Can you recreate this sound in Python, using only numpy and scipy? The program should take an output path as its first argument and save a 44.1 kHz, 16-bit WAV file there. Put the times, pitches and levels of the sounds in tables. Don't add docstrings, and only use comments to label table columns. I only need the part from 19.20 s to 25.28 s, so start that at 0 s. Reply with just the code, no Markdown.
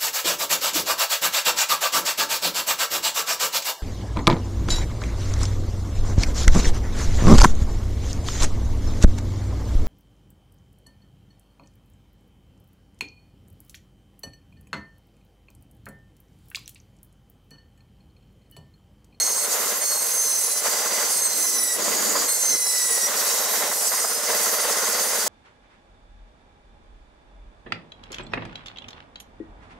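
import sys
import numpy as np
from scipy import signal
from scipy.fft import rfft, irfft, next_fast_len
from scipy.io import wavfile
from scipy.ndimage import uniform_filter1d, map_coordinates

SR = 44100
rng = np.random.default_rng(int(sys.argv[2]) if len(sys.argv) > 2 else 0)


def gain_from_db(level_db):
    decades = np.asarray(level_db, float) / 20
    return 10 ** decades


def wav_record(signal):
    frames = np.transpose(np.atleast_2d(signal))
    bounded = np.clip(frames, -1, 1)
    quanta = np.round(bounded * 32767).astype(np.int16)
    wavfile.write(sys.argv[1], SR, quanta)


N = 268128

# time_s, pattern_rate_hz
BLADE_SPEED = [(0.0, 712.6), (0.26, 709.6), (0.6, 725.2), (0.88, 705.2), (1.15, 687.2), (1.43, 672.6),
               (1.88, 721.2), (2.24, 681.4), (2.48, 650.2), (2.6, 642.7), (3.07, 709.4), (3.21, 699.9),
               (3.62, 651.4), (3.9, 637.0), (4.53, 718.5), (4.67, 726.0), (5.08, 728.6)]
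# start_s, end_s, resonance_tuning_at_start_ratio, resonance_tuning_at_end_ratio,
# set_over_tooth_harmonics_db (at 7 kHz), brightness_db_per_octave, tooth_rate_lift_db, rumble_drop_db
PUSHES = [(0.0, 0.273, 1.0027, .9731, -14.5, -2.4, 0, 5.5), (0.6, 1.416, 1.0085, .9978, -15, -.2, -2, 7),
          (1.878, 2.578, .9744, .978, -12.8, -.1, 3.5, 7),
          (3.07, 3.887, 1.0018, .9783, -11.5, -3.4, 0, 6.5),
          (4.511, 4.705, 1.0137, 1.0338, 1, -1.5, 0, 4.5), (4.72, 5.06, 1.0207, .9597, -1.5, -2.1, 0, 3)]
# time_s, level_db
BITE = [(0.0, -31.4), (0.13, -36.5), (0.27, -30.8), (0.6, -32.5), (0.76, -36.2), (0.92, -34.4),
        (1.08, -31.0), (1.24, -31.7), (1.42, -34.1), (1.88, -32.4), (2.02, -31.3), (2.12, -37.3),
        (2.25, -32.7), (2.4, -31.7), (2.58, -33.8), (3.07, -34.0), (3.2, -32.2), (3.35, -31.3),
        (3.5, -30.8), (3.78, -36.0), (3.89, -33.8), (4.51, -46.2), (4.65, -44.8), (4.82, -43.9),
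        (4.94, -41.2), (5.06, -49.5)]
# centre_hz, width_hz, level_db
WHINE_RESONANCES = [(1980, 68, -11.0), (2061, 317, -17.5), (4025, 143, -8.4), (4268, 63, 0.1),
                    (5364, 725, 8.1), (5737, 132, 8.6), (5863, 69, 2.4), (6240, 168, 7.5), (6456, 155, 7.0),
                    (7054, 413, 7.1), (7730, 181, 9.4), (7936, 134, 6.7), (8208, 85, -3.8),
                    (8478, 102, 5.6), (8945, 1247, 5.1), (9836, 120, 10.3), (10107, 254, 5.5),
                    (10411, 151, -0.2), (10521, 193, 2.0), (11177, 800, 2.9), (11625, 148, 0.8),
                    (12065, 192, -2.3), (12713, 305, 0.9), (14094, 2165, -11.1)]
# start_s, end_s, start_pitch_hz, end_pitch_hz, width_hz, level_db
NARROW_BANDS = [(1.44, 1.88, 6000, 6000, 260, -35), (1.44, 1.88, 4800, 4750, 220, -36),
                (2.584, 3.085, 6750, 6810, 300, -31), (2.6, 3.08, 4820, 4800, 260, -33.5),
                (4.6, 5.05, 4760, 5190, 120, -37), (4.53, 5.06, 8680, 8790, 130, -37),
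                (5.05, 6.2, 9600, 9560, 450, -35.5), (5.03, 6.2, 4750, 4720, 250, -37.5),
                (5.03, 6.2, 6350, 6330, 350, -36), (5.0, 6.2, 5400, 5300, 200, -40),
                (3.92, 4.53, 3900, 3900, 250, -42), (3.92, 4.53, 5520, 5520, 60, -38),
                (0.28, 0.6, 7050, 7050, 130, -38)]
# frequency_hz, density_db_per_hz
RUMBLE_SPECTRUM = [(30, -70), (102, -39), (210, -15.5), (365, -16.5), (457, -3), (790, -3.5), (1400, -6.5),
                   (1990, -7), (2300, -12), (4000, -8.5), (6000, -59)]
# centre_hz, width_hz, level_db
FRAME_RESONANCES = [(466, 13, 1), (592, 24, -3), (1056, 22, -1), (1400, 120, -7), (2040, 80, .5)]
# time_s, level_db (over a median rattle knock)
BUMPS = [(4.43, 7), (4.72, 9), (4.74, 8), (4.85, 8), (5.105, 10), (5.135, 9), (5.265, 10), (5.5, 9)]
# time_s, firings_per_s
FIRING_RATE = [(0, 16.68), (1.8, 16.68), (2.2, 16.55), (4.3, 16.55), (4.7, 16.8), (6.08, 16.8)]
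# centre_hz, width_hz, level_db
EXHAUST_RESONANCES = [(213.7, 60, 9), (313, 21, 11), (404, 50, 11)]
# frequency_hz, density_db_per_hz
HISS_SPECTRUM = [(1500, -21.5), (2500, -5.5), (3500, -9.5), (4200, 1), (6300, 7), (9000, 6.5), (12000, -1)]
# frequency_hz, density_db_per_hz
TREBLE_SPECTRUM = [(6000, -64), (9000, -4), (12000, 5), (14200, -0.5), (15700, -19)]
# centre_hz, width_hz, level_db
BLADE_RESONANCES = [(4750, 110, 1), (5750, 60, -2), (6330, 220, 0), (7740, 80, -2), (12230, 90, -1)]
# time_s, level_db
TREBLE_LEVEL = [(0, -11.5), (0.6, -3), (1.2, -8), (1.6, -10.5), (2.3, -8), (3.1, -9.5), (3.8, -9),
                (4.3, -5.5), (5.1, -8.5), (5.7, -8), (6.08, -8)]
# start_s, end_s, level_db
PUFFS = [(2.152, 2.235, -41.5), (2.26, 2.49, -43.5), (2.56, 3.065, -35.5), (3.28, 3.366, -39)]
# frequency_hz, density_db_per_hz
WIND_SPECTRUM = [(20, -26), (100, -26), (200, -1.5), (300, 2.5), (600, -0.5), (1200, -17), (3000, -36)]
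# frequency_hz, correlation_ratio
PORT_LIKENESS = [(60, 0.96), (250, 0.94), (600, 0.98), (1200, 0.92), (2500, 0.5), (6000, 0.39),
                 (13000, 0.26)]
# frequency_hz, left_minus_right_db
PORT_BALANCE = [(100, -2), (700, -.5), (2500, 0.5), (8000, -3), (13000, -2)]


def unit(x):
    return x / np.sqrt(np.mean(x ** 2) + 1e-20)


def along(points, hz):
    f, v = np.transpose(points)
    return np.interp(np.log(hz + 1), np.log(f + 1), v)


def curve(points, t):
    s, v = np.transpose(points)
    return np.interp(t, s, v)


def wobble(rate, size=N):
    knots = rng.standard_normal(int(N * 200 / SR))
    return map_coordinates(knots, [np.arange(size) * min(rate, 190) / SR])


def gate(t, start, end, edge):
    since_start = t - start + (start < .01)
    return np.clip(np.minimum(since_start, end - t) / edge + .5, 0, 1)


def filtered(x, response):
    m = next_fast_len(N + SR // 2)
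    return irfft(rfft(x, m) * response(np.fft.rfftfreq(m, 1 / SR)), m)[..., :N]


def modes(table, f):
    total = 0
    for k, (centre, width, db) in enumerate(table):
        total = total + (-1) ** k * gain_from_db(db) * 1j * f * width / (centre ** 2 - f ** 2 + 1j * f * width)
    return total


def rush(spectrum, resonances, ring_db, patchy_db):
    z = signal.stft(rng.standard_normal((2, N)), nperseg=512)[2]
    patches = uniform_filter1d(rng.standard_normal(z.shape[1:]), size=6, axis=0)
    patches = uniform_filter1d(patches, size=10, axis=1)
    pair = signal.istft(z * gain_from_db(patchy_db * unit(patches)), nperseg=512)[1][:, :N]

    def mid_side_colour(hz):
        colour = gain_from_db(along(spectrum, hz)) * (1 + gain_from_db(ring_db) * abs(modes(resonances, hz)))
        angle = np.arccos(np.clip(along(PORT_LIKENESS, hz), -1, 1)) / 2
        return colour * [np.cos(angle), np.sin(angle)]

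    mid, side = filtered(pair, mid_side_colour)
    return unit(np.array([mid + side, mid - side]))


def whine():
    whine_db, set_roll_db_per_octave, unsteady_db = 1, 2.6, 1.4
    out = np.zeros((2, N))
    for start, end, tuned_from, tuned_to, set_db, tilt_db, tooth_rate_db, _ in PUSHES:
        a, b = round(start * SR), round(end * SR)
        size = b - a
        t = np.arange(a, b) / SR
        rate, bite_db = curve(BLADE_SPEED, t), curve(BITE, t)
        tuning = np.linspace(tuned_from, tuned_to, size)
        phase = 2 * np.pi * np.cumsum(rate * (1 + 0.00033 * wobble(18, size))) / SR
        since_start = t - t[0] + (a == 0)
        envelope = np.clip(np.minimum(since_start, t[-1] - t) / 0.022, 0, 1)
        for k in range(3, 22):
            hz = k * rate
            octaves = np.log2(hz / 7000)
            is_set = k % 3 != 0
            drive_db = bite_db + whine_db + tilt_db * octaves
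            if k == 3:
                drive_db = drive_db + tooth_rate_db
            if is_set:
                drive_db = drive_db + set_db + set_roll_db_per_octave * octaves
            power = 0
            for centre, width, db in WHINE_RESONANCES:
                power = power + (gain_from_db(db) / (1 + (2 * (hz / tuning - centre) / width) ** 2)) ** 2
            gain = gain_from_db(drive_db) * np.sqrt(power)
            waver_db = unsteady_db * (2 if is_set else 1) * (wobble(22, size) + .5 * wobble(9, size))
            flutter = unit(gain_from_db(waver_db + 3 * wobble(120, size)))
            lag = .42 * wobble(5.5, size)
            blur = .45 * wobble(90, size)
            tone = np.sin(k * phase + blur + rng.uniform(0, 2 * np.pi) + [lag, -lag])
            out[:, a:b] += np.sqrt(2) * envelope * gain * flutter * tone
    return out


def narrow_bands():
    t, out = np.arange(N) / SR, 0
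    for start, end, from_hz, to_hz, width, db in NARROW_BANDS:
        phase = 2 * np.pi * np.cumsum(np.interp(t, [start, end], [from_hz, to_hz])) / SR
        p, q = filtered(rng.standard_normal((2, N)), lambda f: 1 / (1 + 1.3j * f / width) ** 2)
        band = unit(p * np.cos(phase) + q * np.sin(phase))
        flutter = unit(gain_from_db(2 * wobble(14) + 2 * wobble(70)))
        envelope = np.clip(np.minimum(t - start, end - t) / 0.025, 0, 1)
        out = out + gain_from_db(db) * envelope * band * flutter
    return out


def frame_noise():
    return rush(RUMBLE_SPECTRUM, FRAME_RESONANCES, ring_db=2.5, patchy_db=.9)


def rumble(turns):
    throb_db = .8 * np.cos(2 * np.pi * turns) + 1.1 * wobble(60) + 1.1 * wobble(45)
    return unit(gain_from_db(throb_db) * frame_noise())


def rattle():
    knocks_per_s, fade_s = 40, .004
    knocks = (rng.random(N) < knocks_per_s / SR) * gain_from_db(3 * rng.standard_normal(N))
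    bumps = np.zeros(N)
    for s, db in BUMPS:
        bumps[round(s * SR)] = gain_from_db(db)
    bursts = filtered(knocks + bumps, lambda f: 1 / (1 + (2 * np.pi * f * fade_s) ** 2))
    return unit(filtered(bursts * frame_noise(),
                         lambda f: (1j * f / (300 + 1j * f)) ** 4 / (1 + (f / 1900) ** 4)))


def exhaust(turns):
    fired = np.diff(np.floor(turns), prepend=-1) * gain_from_db(1.5 * wobble(17))
    return unit(filtered(fired, lambda f: modes(EXHAUST_RESONANCES, f) ** 2 * (1j * f / (150 + 1j * f)) ** 2))


def hiss(t):
    body = rush(HISS_SPECTRUM, BLADE_RESONANCES, ring_db=-1.5, patchy_db=.9)
    top = rush(TREBLE_SPECTRUM, BLADE_RESONANCES, ring_db=-2.5, patchy_db=.6)
    body_chatter_db = 1.1 * wobble(12) + 1.1 * wobble(40)
    top_chatter_db = 1.6 * (1.1 * wobble(12) + 1.1 * wobble(40))
    return gain_from_db(body_chatter_db) * body + gain_from_db(top_chatter_db + curve(TREBLE_LEVEL, t)) * top


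def machine():
    rumble_db, hiss_db = -30, -24.5
    rattle_db, exhaust_db = -8.5, -16
    hiss_share, sink_s, first_firing_s = 0.38, .08, .036
    t = np.arange(N) / SR
    sunk_db = sum(drop_db * gate(t, start, end, sink_s) for start, end, *_, drop_db in PUSHES)
    turns = np.cumsum(curve(FIRING_RATE, t)) / SR - first_firing_s * FIRING_RATE[0][1]
    engine = rumble(turns) + gain_from_db(rattle_db) * rattle() + gain_from_db(exhaust_db) * exhaust(turns)
    engine_gain = gain_from_db(rumble_db - sunk_db + .8 * wobble(6))
    return engine_gain * engine + gain_from_db(hiss_db - hiss_share * sunk_db) * hiss(t)


def breeze():
    air_db, air_top_hz, puff_edge_s = -76, 131, .045
    t = np.arange(N) / SR
    noise = filtered(rng.standard_normal((2, N)), lambda hz: gain_from_db(along(WIND_SPECTRUM, hz)))
    lumps = gain_from_db(0.46 * np.array([wobble(3.2), wobble(26.7)]))
    puff_gain = sum(gain_from_db(db) * gate(t, start, end, puff_edge_s) for start, end, db in PUFFS)
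    stir = rng.standard_normal(N) + .8 * rng.standard_normal((2, N))
    air = unit(filtered(stir, lambda f: 1 / (1 + (f / air_top_hz) ** 4)))
    return puff_gain * unit(lumps * noise) + gain_from_db(air_db) * air


def scene():
    return whine() + narrow_bands() + machine() + breeze()


def roll_off(x):
    return signal.sosfilt(signal.butter(12, 16800, fs=SR, output="sos"), x)


def record(dry):
    top_hz = 15720

    def port_response(hz):
        return gain_from_db(np.outer([.5, -.5], along(PORT_BALANCE, hz))) * (hz < top_hz)

    return roll_off(filtered(dry, port_response))


dry = scene()
out = record(dry)
wav_record(out)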